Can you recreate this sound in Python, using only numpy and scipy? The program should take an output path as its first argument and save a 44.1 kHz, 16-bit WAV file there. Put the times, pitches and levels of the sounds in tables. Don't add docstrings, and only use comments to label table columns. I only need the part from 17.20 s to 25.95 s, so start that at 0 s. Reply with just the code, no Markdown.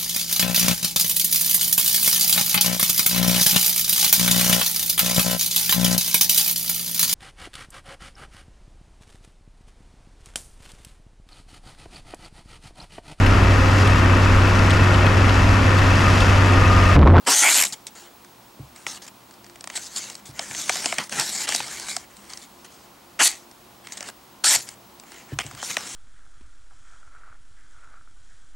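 import sys
import numpy as np
from scipy import signal
from scipy.fft import rfft, irfft, next_fast_len
from scipy.io import wavfile
from scipy.ndimage import uniform_filter1d

SR = 44100
rng = np.random.default_rng(int(sys.argv[2]) if len(sys.argv) > 2 else 0)


def master(y):
    cut = np.clip(np.atleast_2d(y).T, -1, 1)
    pcm = np.round(cut * 32767)
    wavfile.write(sys.argv[1], SR, pcm.astype(np.int16))


N = 385875
T = np.arange(N) / SR


def from_db(db):
    return 10 ** (np.asarray(db) / 20)


def unit_rms(x):
    return x / np.sqrt(np.mean(x ** 2) + 1e-20)


def level_at(spectrum, hz):
    freqs, levels = np.transpose(spectrum)
    return np.interp(np.log(hz), np.log(freqs), levels)


def drift(corner_hz):
    r = np.exp(-2 * np.pi * corner_hz * 20 / SR)
    slow = signal.lfilter([1], [1, -2 * r, r * r], rng.standard_normal(N // 20 + 2002))[2000:]
    return np.interp(np.arange(N) / 20, np.arange(len(slow)), unit_rms(slow))


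def band(x, low_hz, high_hz):
    return signal.sosfilt(signal.butter(2, [low_hz, high_hz], "band", fs=SR, output="sos"), x)


def resonance(x, hz, width_hz):
    r, w = np.exp(-np.pi * width_hz / SR), 2 * np.pi * hz / SR
    return signal.lfilter(np.array([1, 0, -1]) * (1 - r * r) / 2, [1, -2 * r * np.cos(w), r * r], x)


def reverberation(x, t60_s=0.17, wall_cut_hz=18000):
    size = next_fast_len(N + SR)
    hz = np.arange(size // 2 + 1) * SR / size
    wall_gain = (1 + (hz / wall_cut_hz) ** 2) ** -0.115
    response = np.zeros((2, len(hz)), complex)
    for k, lag_s in enumerate(rng.uniform(.008, .024, 16)):
        delay = np.exp(-2j * np.pi * hz * round(lag_s * SR) / SR)
        loop = from_db(-60 * lag_s / t60_s) * wall_gain * delay
        response[k % 2] += (-1) ** (k // 2) * loop / (1 - loop)
    return irfft(response * rfft(x, size), size)[:, :N]


# f/Hz, relative level/dB
HISS_MID = [(30, -7), (60, -10), (100, -19), (160, -8), (250, -6), (330, -8.5), (480, -12), (900, -7.5),
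            (1300, -13.5), (1650, -18), (4000, -19.5), (14500, -26.5)]
# f/Hz, level/dB re mid
HISS_SIDE = [(60, -19), (180, -15), (550, -6.5), (1650, -5), (4970, -8), (15000, -23)]
# f/Hz, level/dB
HUM_LINES = [(120, -68), (199.2, -65), (349, -63.5)]
# t/s, half width/s, gain/dB
RUMBLE_SWELLS = [(4.4, 0.79, 11), (8.3, 0.32, 8)]


def room_noise(hiss_db=-51, rumble_db=-72):
    edges_hz, hiss = np.geomspace(25, 17000, 25), 0
    white = rng.standard_normal((2, 2, N))
    for k, (low, high) in enumerate(zip(edges_hz, edges_hz[1:])):
        hz = np.sqrt(low * high)
        mid, side = band(white[k % 2], low, high)
        side = from_db(level_at(HISS_SIDE, hz)) * side * [[1], [-1]]
        hiss += from_db(level_at(HISS_MID, hz)) * (mid + side)
    rumble_noise, hum_noise = white[:, 1, ::-1]
    hum = sum(from_db(db) * unit_rms(resonance(resonance(hum_noise, hz, 9), hz, 9))
              for hz, db in HUM_LINES)
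    swell_db = sum(db * np.exp(-((T - s) / width) ** 2) for s, width, db in RUMBLE_SWELLS)
    rumble = from_db(rumble_db + swell_db) * unit_rms(band(rumble_noise, 41, 89))
    return from_db(hiss_db) * unit_rms(hiss) + hum + rumble


def tube_whistle(scan_hz=15734.5, level_db=-61, throb_hz=12.81, throb_depth=.6):
    throb = 1 + throb_depth * np.sin(2 * np.pi * throb_hz * T)
    amplitude = np.sqrt(2) * from_db(level_db + 1.5 * drift(0.97))
    return amplitude * throb * np.sin(2 * np.pi * scan_hz * T)


# t/s, impulse level/dB
TABLE_IMPACTS = [(1.392, -30), (3.085, -36), (3.296, -41), (3.951, -48), (4.392, -46), (7.355, -41),
                 (8.12, -24), (8.247, -33), (8.331, -37)]
# f/Hz, gain/dB, T60/s
WOOD_MODES = [(68.8, -9.5, 0.43), (112, -9, 0.24), (136.4, -2, 0.17), (297, 3.5, 0.088), (400, -13, 0.044)]


def table_bumps(weight_lag_s=0.00592):
    impulses = np.full(N, 1e-18)
    for s, db in TABLE_IMPACTS:
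        impulses[round(s * SR)] = from_db(db)
    touch = 0.61 * band(impulses, 405, 900)
    weight = band(np.roll(impulses, round(weight_lag_s * SR)), 74, 228)
    wood = 0
    for hz, db, t60 in WOOD_MODES:
        r, w = from_db(-60 / (t60 * SR)), 2 * np.pi * hz / SR
        ring = signal.lfilter([0, np.sin(w)], [1, -2 * r * np.cos(w), r * r], touch + weight)
        wood += from_db(db) * ring
    return wood


def envelopes(gestures):
    columns = np.zeros((len(gestures[0][0]) - 1, N))
    columns[0] = -120
    columns[1:] = np.array(gestures[0][0][2:])[:, None]
    for times, *values in map(np.transpose, gestures):
        span = slice(*np.searchsorted(T, [times[0], times[-1]]))
        columns[:, span] = [np.interp(T[span], times, v) for v in values]
    return from_db(columns[0]), *columns[1:]


def fibre_clicks(per_s, spread_db):
    sizes = from_db(spread_db * np.minimum(rng.exponential(1, (2, N)), 5))
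    signs = rng.choice([-1, 1], (2, N))
    return unit_rms(sizes * signs * (rng.random((2, N)) < per_s / SR))


def sheet_noise(clicks, spectrum, flap_db, fizz_db, grip_db, patch_db,
                flap_hump_db=0, flap_hz=2000, ring_db=0, ring_hz=7500):
    edges_hz, grip = np.geomspace(90, 17000, 46), drift(110)
    parts, powers = np.zeros((2, 3, N))
    for k, (low, high) in enumerate(zip(edges_hz, edges_hz[1:])):
        hz = np.sqrt(low * high)
        part = int(hz > 3200) + int(hz > 10500)
        octaves = np.log2(hz / flap_hz)
        flap_peak = flap_hump_db * np.exp(-(octaves / 0.28) ** 2)
        ring_peak = ring_db * np.exp(-(np.log2(hz / ring_hz) / 0.37) ** 2)
        bass_loss = flap_hump_db * np.minimum(0, octaves + 1.4)
        gain = from_db(level_at(spectrum, hz) + flap_peak + ring_peak + bass_loss)
        parts[part] += gain * from_db(patch_db * drift(9.9)) * band(clicks[k % 2], low, high)
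        powers[part] += gain ** 2 * (high - low) / (SR / 2)
    flap, core, fizz = parts / np.sqrt(powers)
    return from_db(grip_db * grip) * (from_db(flap_db) * flap + core + from_db(fizz_db) * fizz)


# t/s, level/dB, flap level/dB re core
SLIDE_MOVES = [
    [(2.49, -58, 0), (2.55, -42.5, -2.5), (2.672, -40, -14.5), (2.685, -53, -4), (2.76, -38.5, -10.5),
     (2.915, -44, -2.5), (2.93, -51, -5), (3.0, -54, -6)],
    [(3.13, -60, -6), (3.2, -43, 4), (3.25, -42, -4), (3.36, -37.5, -6), (3.4, -29, -9), (3.45, -39, -7),
     (3.5, -32.5, -5.5), (3.65, -33.5, -4.5), (3.775, -41.5, -3.5), (3.79, -33.5, 7.5), (3.876, -48, -11)],
    [(3.89, -57, -15), (3.925, -33.5, 2), (3.962, -35, -2), (4.0, -29.5, 3.5), (4.06, -31.5, -12.5),
     (4.25, -30, -5.5), (4.27, -64, -1)],
    [(4.272, -31.5, 2), (4.365, -29, -10.5), (4.41, -37.5, -3), (4.68, -40, -5), (4.695, -29.5, -13),
     (4.76, -42, -6), (4.856, -61, 5)],
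    [(4.9, -61, 1), (5.09, -56, -3), (5.1, -42, -5), (5.2, -55, -3), (5.3, -64.5, -5), (5.5, -63, -2),
     (5.52, -55, -8), (5.66, -62, -6)],
    [(6.64, -56.5, 3), (6.79, -52.5, 3), (6.9, -43, 1)],
    [(7.86, -62, 2), (7.95, -53.5, 4), (8.02, -58, 3), (8.04, -66, 2), (8.14, -54, 5.5)],
    [(8.223, -49, 1), (8.365, -56, 2.5), (8.375, -43.5, -1.5), (8.425, -44, 0), (8.435, -34, -13),
     (8.535, -36.5, -8), (8.565, -49, -1), (8.575, -40, 0), (8.75, -39, -5)],
]
# t/s, duration/s, level/dB, flap level/dB re core
SHORT_SCRAPES = [(0.05, .02, -48.5, -1), (0.459, 0.016, -30, -8), (.525, 0.015, -27.5, -14),
                 (0.668, .017, -38, -12), (.752, 0.13, -49, -2), (1.553, 0.12, -53, -0.5),
                 (1.667, 0.11, -35.5, -8.5), (1.819, 0.036, -42.5, -7), (1.865, 0.0037, -38.5, 0),
                 (1.878, 0.0061, -40, -1), (2.554, 0.024, -26, -12.5), (2.76, 0.033, -26, -12),
                 (3.055, 0.057, -44.5, -11), (5.218, 0.034, -44.5, -9), (5.445, 0.021, -48.5, 1),
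                 (6.723, 0.012, -36, -23), (6.771, 0.008, -34, -17), (7.47, 0.071, -49, -3),
                 (8.197, 0.021, -34.5, 7), (8.498, 0.023, -28, -1.5)]
# f/Hz, relative level/dB
FRICTION_SPECTRUM = [(120, -16), (200, -9), (569, -14), (851, -8), (1100, -12), (1250, -9.5), (2250, -6),
                     (2560, -12), (2910, -7.5), (7410, -2), (13100, -20.5), (16000, -41)]


def card_slides(scrape_fade_db=-7, settle_s=0.0046):
    slide, slide_flap_db = envelopes(SLIDE_MOVES)
    scrape, scrape_flap_db = envelopes([[(s, db, flap), (s + length, db + scrape_fade_db, flap)]
                                        for s, length, db, flap in SHORT_SCRAPES])
    level = np.maximum(slide, scrape)
    fade = np.exp(-1 / (settle_s * SR))
    settling = signal.lfilter([1 - fade], [1, -fade], level)
    level = np.maximum(uniform_filter1d(level, size=150), settling)
    flap_db = uniform_filter1d(np.where(scrape > slide, scrape_flap_db, slide_flap_db), size=900)
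    slips = fibre_clicks(per_s=6000, spread_db=3.5)
    crackles = .25 * fibre_clicks(per_s=150, spread_db=3)[0]
    return level * sheet_noise(slips + crackles, FRICTION_SPECTRUM, flap_db,
                               fizz_db=-17.5, grip_db=1, patch_db=3.1)


# t/s, drive level/dB, body level/dB re edge
CREASE_SNAPS = [(.524, -19, -29), (.668, -19, -22), (1.047, -39.5, 0), (1.5614, -32, -8),
                (1.6662, -26.5, 7.5), (1.8217, -30, -17), (2.11, -34, -12), (2.139, -36.5, -12),
                (2.244, -36, -9), (2.2648, -36, -9), (2.2977, -35.5, -6), (2.358, -34, -3),
                (2.4085, -23, -15), (2.4414, -18.5, -10.5), (2.4738, -19, -8), (2.5007, -23.5, -3.5),
                (2.5745, -23, -6), (2.8998, -21, -16), (2.9437, -33, -18), (2.9527, -19, -21),
                (3.1927, -10, -10), (3.224, -27.5, -6), (3.3108, -27, -0.5), (3.3486, -18.5, -8.5),
                (3.495, -0.5, -5), (3.5563, -13.5, -8), (3.6436, -25, 0.5), (3.6583, -5.5, -7),
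                (3.725, -19.5, 4), (3.741, -20, -7), (3.7839, -8, -6.5), (3.895, -23, -9),
                (3.9978, -0.5, -18), (4.0112, -12, -17), (4.2777, -28, 0), (4.2897, -6.5, -12.5),
                (4.3231, -13.5, -6.5), (4.348, -4.5, -16.5), (4.3607, -6.5, -29), (4.3957, -21, -27),
                (4.4028, -18.5, 1), (4.5978, -18, -19), (4.6845, -20.5, -7), (4.7654, -8, -13.5),
                (4.9682, -31.5, -20), (5.102, -35, -17), (5.1346, -22, -14), (5.1738, -22, -17),
                (6.313, -36, -15), (6.671, -26, -6.5), (6.7218, -18.5, -19), (6.773, -29, -16),
                (6.807, -17.5, -12), (6.8275, -21.5, -10), (6.8872, -21.5, -7.5), (7.2415, -17.5, -4),
                (7.478, -35, -19), (7.489, -19.5, -12), (7.7983, -26.5, -19), (7.836, -39, 0),
                (7.9192, -30.5, -7), (8.1883, -12, -5), (8.2644, -25.5, -11), (8.312, -28.5, -4),
                (8.3493, -29.5, -7), (8.4282, -18.5, -2.5), (8.5683, -18.5, 7.5)]
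# f/Hz, bandwidth/Hz, gain/dB
LOW_MODES = [(257, 100, 5.4), (710, 150, 18.4)]
MID_MODES = [(1200, 1530, 8.8), (2010, 1440, 11.84)]
EDGE_MODES = [(4070, 1280, -1.5), (5120, 1500, 0), (8400, 1300, -2.5), (10500, 5700, -32)]


def card_snaps(crackle_s=.003, low_body_db=-9):
    modes, size = LOW_MODES + MID_MODES + EDGE_MODES, 800
    counts = [len(LOW_MODES), len(MID_MODES), len(EDGE_MODES)]
    scatters_db = rng.normal(0, 1.5, (len(CREASE_SNAPS), len(modes)))
    bursts = rng.standard_normal((len(CREASE_SNAPS), size))
    bursts[:, 0] += 4
    decay_s = crackle_s * np.repeat([2, 1, 1], counts)
    decay = np.exp(-(T[:size] / decay_s[:, None]) ** 1.5)
    drive = np.full((len(modes), N + size), 1e-18)
    for (s, db, body_db), scatter_db, burst in zip(CREASE_SNAPS, scatters_db, bursts):
        start = round(s * SR)
        share_db = np.repeat([body_db + low_body_db, body_db, 0], counts)
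        drive[:, start:start + size] += from_db(db + share_db + scatter_db)[:, None] * burst * decay
    ringing = sum((-1) ** k * from_db(db) * resonance(drive[k, :N], hz, width)
                  for k, (hz, width, db) in enumerate(modes))
    return band(ringing, 78, 18000)


def cut_shape(start, end, db, bite_s, first_db, taut_db, first_hz, taut_hz, ring_first_hz, ring_last_hz):
    taut_share, last_db = 0.35, -8.5
    taut_s = start + max(taut_share * (end - start), bite_s + .002)
    ring_taut_hz = ring_first_hz + 2 * taut_share * (ring_last_hz - ring_first_hz)
    return [(start, db - 22, first_db, first_hz, ring_first_hz),
            (start + bite_s / 3, db - 8, first_db, first_hz, ring_first_hz),
            (start + bite_s, db, (first_db + taut_db) / 2, first_hz, ring_first_hz),
            (taut_s, db, taut_db, taut_hz, ring_taut_hz),
            (end, db, last_db, taut_hz, ring_last_hz),
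            (end + 0.0036, db - 13.5, last_db, taut_hz, ring_last_hz),
            (end + 0.17, db - 51, last_db, taut_hz, 5900)]


def blade_catches(until_s, start_s=.371, gap_s=.008, length_s=.0016):
    gain, s = np.ones(N), start_s
    for k in range(8):
        gain[(T > s) & (T < s + length_s * 1.24 ** k)] *= from_db(-5 - 1.2 * k)
        gain[(T > s) & (T < until_s)] *= from_db(-.3)
        s += gap_s * 1.074 ** k
    return gain


# start t/s, end t/s, level/dB, bite time/s, first and taut flap level/dB re core,
# first and taut flap f/Hz, first and last strip ring f/Hz
BLADE_STROKES = [(0.064, 0.454, -16, 0.024, 0, -5.5, 930, 2250, 5800, 8500),
                 (5.991, 6.079, -12.5, 0.027, -0.5, -8, 1830, 2250, 7160, 7400),
                 (7.238, 7.363, -15, 0.0066, -0.5, -8, 1120, 2050, 9000, 7000)]
# f/Hz, relative level/dB
FRACTURE_SPECTRUM = [(59, -66), (100, -32), (283, -4.5), (502, -16), (736, -6.5), (1150, -12), (1390, -8.5),
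                     (1680, -9), (2750, -10), (3700, -0.5), (7610, 1), (11600, -10.5), (16000, -32)]


def blade_cuts(wander_db=3.5):
    level, flap_db, flap_hz, ring_hz = envelopes([cut_shape(*stroke) for stroke in BLADE_STROKES])
    level *= blade_catches(until_s=BLADE_STROKES[1][0] - 1)
    clicks = fibre_clicks(per_s=5000, spread_db=4)
    flap_db += wander_db * drift(12.4)
    fizz_db = -15 + wander_db * drift(22)
    tearing = sheet_noise(clicks, FRACTURE_SPECTRUM, flap_db, fizz_db, grip_db=0.24, patch_db=2.85,
                          flap_hump_db=7, flap_hz=flap_hz, ring_db=5, ring_hz=ring_hz)
    return uniform_filter1d(level, size=50) * tearing


def scene():
    card = blade_cuts() + card_slides() + card_snaps()
    treble_left = from_db(-16) * band(card, 5360, 8700) * np.array([[1], [-1]])
    reflections = from_db(-29.5) * reverberation(card)
    return card + treble_left + reflections + table_bumps() + room_noise() + tube_whistle()


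def record(dry):
    threshold_db, detector_s, cutoff_hz = -17, 0.002, 16130
    thinned = signal.sosfilt(signal.butter(3, 50, "high", fs=SR, output="sos"), dry)
    pole = np.exp(-1 / (detector_s * SR))
    rms = np.sqrt(signal.lfilter([1 - pole], [1, -pole], thinned.mean(axis=0) ** 2) + 1e-12)
    compressed = thinned * np.minimum(1, from_db(threshold_db) / rms) ** .6
    rounded = 0.72 * np.tanh(compressed / 0.67)
    return signal.sosfilt(signal.cheby2(24, 70, cutoff_hz, fs=SR, output="sos"), rounded)


dry = scene()
out = record(dry)
master(out)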